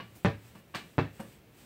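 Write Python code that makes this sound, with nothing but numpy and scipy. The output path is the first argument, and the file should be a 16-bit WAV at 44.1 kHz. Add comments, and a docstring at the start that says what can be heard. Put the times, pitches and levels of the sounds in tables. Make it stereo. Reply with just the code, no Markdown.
"""Over a quiet living-room tone, a palm slaps an air-filled rubber ball down, while bare feet and clothes
move softly. The ball strikes the carpet with a thud, the air inside it pings, the low ceiling reflects
the impact and the room booms. A hand meets the rising ball and slaps it down again; after this second
bounce two hands catch it with a hollow sound. A last footfall and rustles of clothing follow.
Throughout, the right microphone hears more treble than the left."""
import sys
import numpy as np
from scipy import signal
from scipy.fft import rfft, irfft, next_fast_len
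from scipy.io import wavfile

SR = 44100
rng = np.random.default_rng(int(sys.argv[2]) if len(sys.argv) > 2 else 0)


def digitize_waveform(pressure):
    """Quantize a signal to 16-bit integers and store it at the path in sys.argv[1].

    Rows of a 2-D input are taken as channels; values are limited to [-1, 1].
    """
    field = np.atleast_2d(pressure).T
    bounded = np.clip(field, -1, 1)
    quanta = np.round(bounded * 32767).astype(np.int16)
    wavfile.write(sys.argv[1], SR, quanta)


N = 72765
RESPONSE_SAMPLES = 16384

# Spectra of the steady background, rubbing cloth and a sole on carpet: frequency_hz, gain_db
ROOM_TONE_SPECTRUM = [(20, -36), (50, 0), (120, 1), (250, -3.5), (500, -8.5), (1000, -16), (2500, -16.5),
                      (5000, -27), (10000, -30), (15500, -25.5)]
CLOTH_SPECTRUM = [(100, -6), (400, 3), (1000, -1.5), (2500, 0.5), (4500, -6), (6800, -8.5), (8200, -1),
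                  (9500, -12.5), (15000, -7.5)]
SCUFF_SPECTRUM = [(200, 5.5), (3000, -7), (7000, -7.5), (14000, -4.5)]
# Spectra of contact with palm, finger, floor and receiving hands: frequency_hz, gain_db
SLAP_SPECTRUM = [(50, -26), (200, 8), (450, -1), (1100, 0), (2000, -1), (4000, -3), (6500, -12),
                 (10000, -30), (15000, -48)]
TICK_SPECTRUM = [(100, -42), (1500, -8.5), (5000, 2.5), (7400, -2.5), (8400, 4), (9800, -8), (15000, -6.5)]
THUD_SPECTRUM = [(20, -56), (45, -34), (75, -4.5), (130, -2), (300, 4), (700, -1), (1500, -7),
                 (2600, -12.5), (4500, -22.5), (8000, -34.5), (15000, -49)]
CATCH_SPECTRUM = [(50, -26.5), (190, 8.5), (330, 1), (560, 2.5), (1200, -3.5), (2500, -10.5), (4500, -15),
                  (9000, -27), (15000, -7)]
# Hands driving, then receiving the ball: start_s, gain_db, cutoff_hz, push_db, tick_db, ping_db
SLAPS = [(0.001, -8, 2600, -36, -61, 4.5), (0.7413, -16, 4000, -61, -54, 16.5),
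         (0.748, -2.5, 5000, -34, -24, 1), (0.7536, -4, 8900, -64, -20.5, -22)]
TOUCHES = [(0.552, -14, 6900, -44, -35.5, -1), (1.1955, -8, 4030, -38.5, -46, -29),
           (1.201, -6, 6050, -32, -24, -7.5)]
# Modes of the air inside the ball: pitch_hz, t60_s, floor_struck_db, hand_struck_db
BALL_MODES = [(1154, 0.07, -41, -40), (1630, 0.23, -56.5, -60), (1741, 0.078, -54, -44),
              (1812, 0.058, -37.5, -68), (2331, 0.099, -52, -71), (2355, 0.19, -64, -53.5),
              (2662, 0.069, -48.5, -53.5), (2897, 0.051, -58, -43), (3570, 0.074, -59, -56),
              (3940, 0.058, -55.5, -73), (4346, 0.11, -65, -54.5)]
# Bare footfalls: start_s, level_db
FOOTFALLS = [(0.02, -48.5), (0.121, -47.5), (0.44, -46), (0.926, -66), (1.25, -48)]
# Gaussian swells of cloth noise: peak_s, sigma_s, level_db
RUSTLES = [(.19, 0.15, -63), (0.478, 0.052, -58.5), (.59, 0.014, -63), (.89, 0.14, -61),
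           (1.172, 0.033, -58.5), (1.308, 0.056, -57), (1.612, 0.048, -56)]
# Floor impacts: start_s, gain_db, cutoff_hz, thump_db, echo_delay_s, echo_db, ping_db, room_db
BOUNCES = [(0.2481, 13.5, 7700, -5, 0.0051, -2, -5, -0.5), (0.9817, 11, 3920, 5, 0.0068, -0.5, -4.5, 1)]
# Modes of floor and room: pitch_hz, t60_s, first_bounce_db, second_bounce_db
ROOM_MODES = [(103.3, 0.27, -21, -22.5), (132.7, 0.14, -17, -16), (155.5, 0.26, -29, -26.5),
              (178.4, 0.09, -12.5, -30), (248, 0.11, -49, -24), (280, 0.2, -35, -25),
              (364.6, 0.14, -54, -26), (446.5, 0.15, -20.5, -25.5), (562, 0.24, -32.5, -45),
              (670, 0.12, -30, -48), (780, 0.13, -22.5, -38), (993, .15, -29.5, -32.5),
              (1345, 0.13, -63, -40)]
# Modes of the ball cupped in the hands: pitch_hz, level_db, t60_s
CUPPED_MODES = [(225, -45, 0.2), (340, -41, 0.098), (550.2, -38.5, 0.14), (696, -57, 0.12),
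                (943, -46, 0.12), (1230, -51, 0.084)]
# Reverberation time: frequency_hz, t60_s
REVERB_T60 = [(100, 0.34), (400, 0.24), (1000, 0.23), (2500, 0.28), (6000, 0.26), (14000, 0.31)]
# Spectrum of the reverberation: frequency_hz, gain_db
REVERB_SPECTRUM = [(50, 16.5), (130, 12), (250, 0.5), (500, 3), (1000, 1.5), (2000, 5), (5000, 5.5),
                   (14000, 5)]
# Likeness of left and right in the diffuse field: frequency_hz, correlation
COHERENCE = [(60, 1), (150, 0.86), (300, 0.95), (640, 0.2), (1400, -.1), (3000, -0.18), (15000, 0.24)]
# Imbalance of the microphones: frequency_hz, left_minus_right_db
MIC_BALANCE = [(60, 9.5), (110, 1), (200, 0), (380, 1.5), (700, -2), (1290, -5.5), (2380, -7.5),
               (4400, -10.5), (8100, -10), (15000, 0)]


def amp(db):
    """Amplitude grows tenfold with every 20 dB."""
    return 10 ** (np.asarray(db) / 20)


def along(points, hz):
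    """Interpolation of a curve on a logarithmic frequency axis."""
    frequencies, values = np.transpose(points)
    return np.interp(np.log(hz + 1), np.log(frequencies + 1), values)


def decay(t, t60):
    """Exponential damping: the level falls 60 dB in t60 seconds."""
    return amp(-60 * t / t60)


def filtered(x, response):
    """Linear filtering multiplies the spectrum by a frequency response."""
    n = x.shape[-1]
    padded = next_fast_len(n + RESPONSE_SAMPLES // 2, True)
    return irfft(rfft(x, padded) * response(np.fft.rfftfreq(padded, 1 / SR)), padded)[..., :n]


def add(out, start_s, x):
    """Superposition: x adds to the pressure in out from start_s on."""
    i = max(0, round(start_s * SR))
    n = min(x.shape[-1], N - i)
    out[:, i:i + n] += x[..., :n]


def pulse(spectrum):
    """A minimum-phase pulse delivers its energy as early as its spectrum allows."""
    hz = np.fft.rfftfreq(RESPONSE_SAMPLES, 1 / SR)
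    cepstrum = irfft(np.log(amp(along(spectrum, hz))))
    cepstrum[1:RESPONSE_SAMPLES // 2] *= 2
    cepstrum[RESPONSE_SAMPLES // 2 + 1:] = 0
    return irfft(np.exp(rfft(cepstrum)))


def ring(modes, rise_s):
    """Free vibration is a sum of damped sinusoids, here with a gradual onset."""
    t = np.arange(RESPONSE_SAMPLES) / SR
    vibration = sum(amp(db) * np.sin(2 * np.pi * hz * t) * decay(t, t60) for hz, db, t60 in modes)
    return vibration * (1 - np.exp(-t / rise_s))


def diffuse(spectrum, size):
    """A diffuse field is coherent at two nearby points in the bass, but hardly so in the treble."""
    def mid_and_side(hz):
        angle = np.arccos(np.clip(along(COHERENCE, hz), -1, 1)) / 2
        return amp(along(spectrum, hz)) * [np.cos(angle), np.sin(angle)]
    mid, side = filtered(rng.standard_normal((2, size)), mid_and_side)
    return np.array([mid + side, mid - side])


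def noise(spectrum):
    """Diffuse noise normalised to unit rms."""
    x = diffuse(spectrum, N)
    return x / x.std()


def room_tone():
    """Stationary diffuse noise forms a faint, low background."""
    return amp(-57) * noise(ROOM_TONE_SPECTRUM)


def hand_contacts(contacts, impact, direct_db):
    """Impulsive excitation: a hand strikes, a finger ticks, the ball yields and its air rings."""
    out = np.zeros((2, N))
    ceiling_delay_s, ceiling_db = 0.0054, -9
    ping = ring([(hz, db, t60) for hz, t60, _, db in BALL_MODES], rise_s=0.00017)
    tick = pulse(TICK_SPECTRUM)
    push_hz, push_t60_s = 214, 0.034  # the ball yielding in the hands
    push = ring([(push_hz, 0, push_t60_s)], rise_s=0.00041)
    for start_s, gain_db, cutoff_hz, push_db, tick_db, ping_db in contacts:
        softness = signal.butter(2, cutoff_hz, fs=SR, output="sos")
        hit = amp(gain_db) * signal.sosfilt(softness, impact + amp(ping_db) * ping)
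        hit += amp(tick_db) * tick
        reflected = reverberation(hit, delay_s=0.0012, span_s=0.008)  # sooner at hand height
        add(out, start_s, amp(direct_db) * hit + reflected + amp(push_db) * push)
        add(out, start_s + ceiling_delay_s, amp(direct_db + ceiling_db) * hit)
    return out


def palm_slaps():
    """A brief force has a broad spectrum: the palm drives the ball down with a smack."""
    return hand_contacts(SLAPS, pulse(SLAP_SPECTRUM), direct_db=-1.5)


def reverberation(x, delay_s, span_s, rise_s=0.0011, wall_count=9, wall_db=-8.5):
    """Early wall reflections merge into a diffuse tail, each band absorbed at its own rate."""
    hz, frame_s, bands = signal.stft(diffuse(REVERB_SPECTRUM, RESPONSE_SAMPLES), SR, nperseg=256)
    t60 = along(REVERB_T60, hz)[:, None]
    equal_energy = np.sqrt(2 * np.log(1000) / (t60 * SR))
    _, tail = signal.istft(bands * decay(frame_s, t60) * equal_energy, SR, nperseg=256)
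    age = np.maximum(np.arange(RESPONSE_SAMPLES) / SR - delay_s, 0)
    tail = tail[:, :RESPONSE_SAMPLES] * (1 - np.exp(-age / rise_s))
    walls = np.zeros((2, RESPONSE_SAMPLES))
    for when, left, right in rng.random(size=(wall_count, 3)):
        arrivals_s = delay_s + when * span_s + 0.0004 * np.array([left, right])
        walls[[0, 1], (arrivals_s * SR).astype(int)] += amp(wall_db)
    walls = signal.sosfilt(signal.butter(1, 400, "high", fs=SR, output="sos"), walls)
    return signal.fftconvolve(x[None], tail + walls, axes=1)[:, :RESPONSE_SAMPLES]


def clothes():
    """Friction of cloth makes noise that swells and fades with each movement."""
    t = np.arange(N) / SR
    swells = sum(amp(db) * np.exp(-((t - peak_s) / width_s) ** 2 / 2) for peak_s, width_s, db in RUSTLES)
    return noise(CLOTH_SPECTRUM) * swells


def footfalls(pitch_hz=115, t60_s=0.35):
    """The soft impact of a bare foot excites one low, damped mode."""
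    out = np.zeros((2, N))
    for start_s, level_db in FOOTFALLS:
        add(out, start_s, ring([(pitch_hz, level_db, t60_s)], rise_s=0.005))
    return out


def scuff(start_s=0.148, rise_s=0.011, t60_s=0.22):
    """Sliding friction of a sole on the carpet gives one burst of noise."""
    age = np.maximum(np.arange(N) / SR - start_s, 0)
    return amp(-46) * noise(SCUFF_SPECTRUM) * (1 - np.exp(-age / rise_s)) * decay(age, t60_s)


def bounces():
    """Floor impact radiates a rarefaction pulse and excites the modes of ball, floor and room."""
    out = np.zeros((2, N))
    ping = ring([(hz, db, t60) for hz, t60, db, _ in BALL_MODES], rise_s=0.0014)
    thud = pulse(THUD_SPECTRUM)
    thump_hz, thump_t60_s, thump_base_db = 133, 0.0083, -19.5  # the ball flattening on the floor
    for k, bounce in enumerate(BOUNCES):
        start_s, gain_db, cutoff_hz, thump_db, echo_delay_s, echo_db, ping_db, room_db = bounce
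        contact = signal.sosfilt(signal.butter(1, cutoff_hz, fs=SR, output="sos"), thud)
        hit = amp(gain_db) * (amp(ping_db) * ping - contact)
        direct = hit + ring([(thump_hz, thump_base_db + thump_db, thump_t60_s)], rise_s=0.0002)
        add(out, start_s, direct)
        add(out, start_s + echo_delay_s, amp(echo_db) * direct)  # ceiling reflection
        add(out, start_s, amp(room_db) * reverberation(hit, delay_s=0.004, span_s=0.014))
        # The point of impact sets how strongly each mode is driven.
        boom = ring([(hz, levels_db[k], t60) for hz, t60, *levels_db in ROOM_MODES], rise_s=0.0081)
        add(out, start_s, boom)
    return out


def receiving_touches():
    """Resonance of the ball cupped in the hands gives each soft contact a hollow sound."""
    impact = pulse(CATCH_SPECTRUM) + ring(CUPPED_MODES, rise_s=0.0073)
    return hand_contacts(TOUCHES, impact, direct_db=-6)


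def scene():
    """The pressures of hands, ball, clothes, feet and background add linearly."""
    hands = palm_slaps() + receiving_touches()
    return hands + bounces() + clothes() + footfalls() + scuff() + room_tone()


def record(dry):
    """Two spaced, unequal microphones differ in level and arrival time; both are band-limited."""
    left_lead_s, low_cut_hz, band_limit_hz = 0.00008, 45, 15780
    side = np.array([[0.5], [-0.5]])

    def microphones(hz):
        balance = amp(side * along(MIC_BALANCE, hz))
        balance /= np.sqrt(np.mean(balance ** 2, axis=0))
        low_cut = 1j * hz / (1j * hz + low_cut_hz)
        spacing = np.exp(2j * np.pi * hz * side * left_lead_s)
        return low_cut * balance * spacing * (hz < band_limit_hz)
    return filtered(dry, microphones)


dry = scene()
out = record(dry)
digitize_waveform(out)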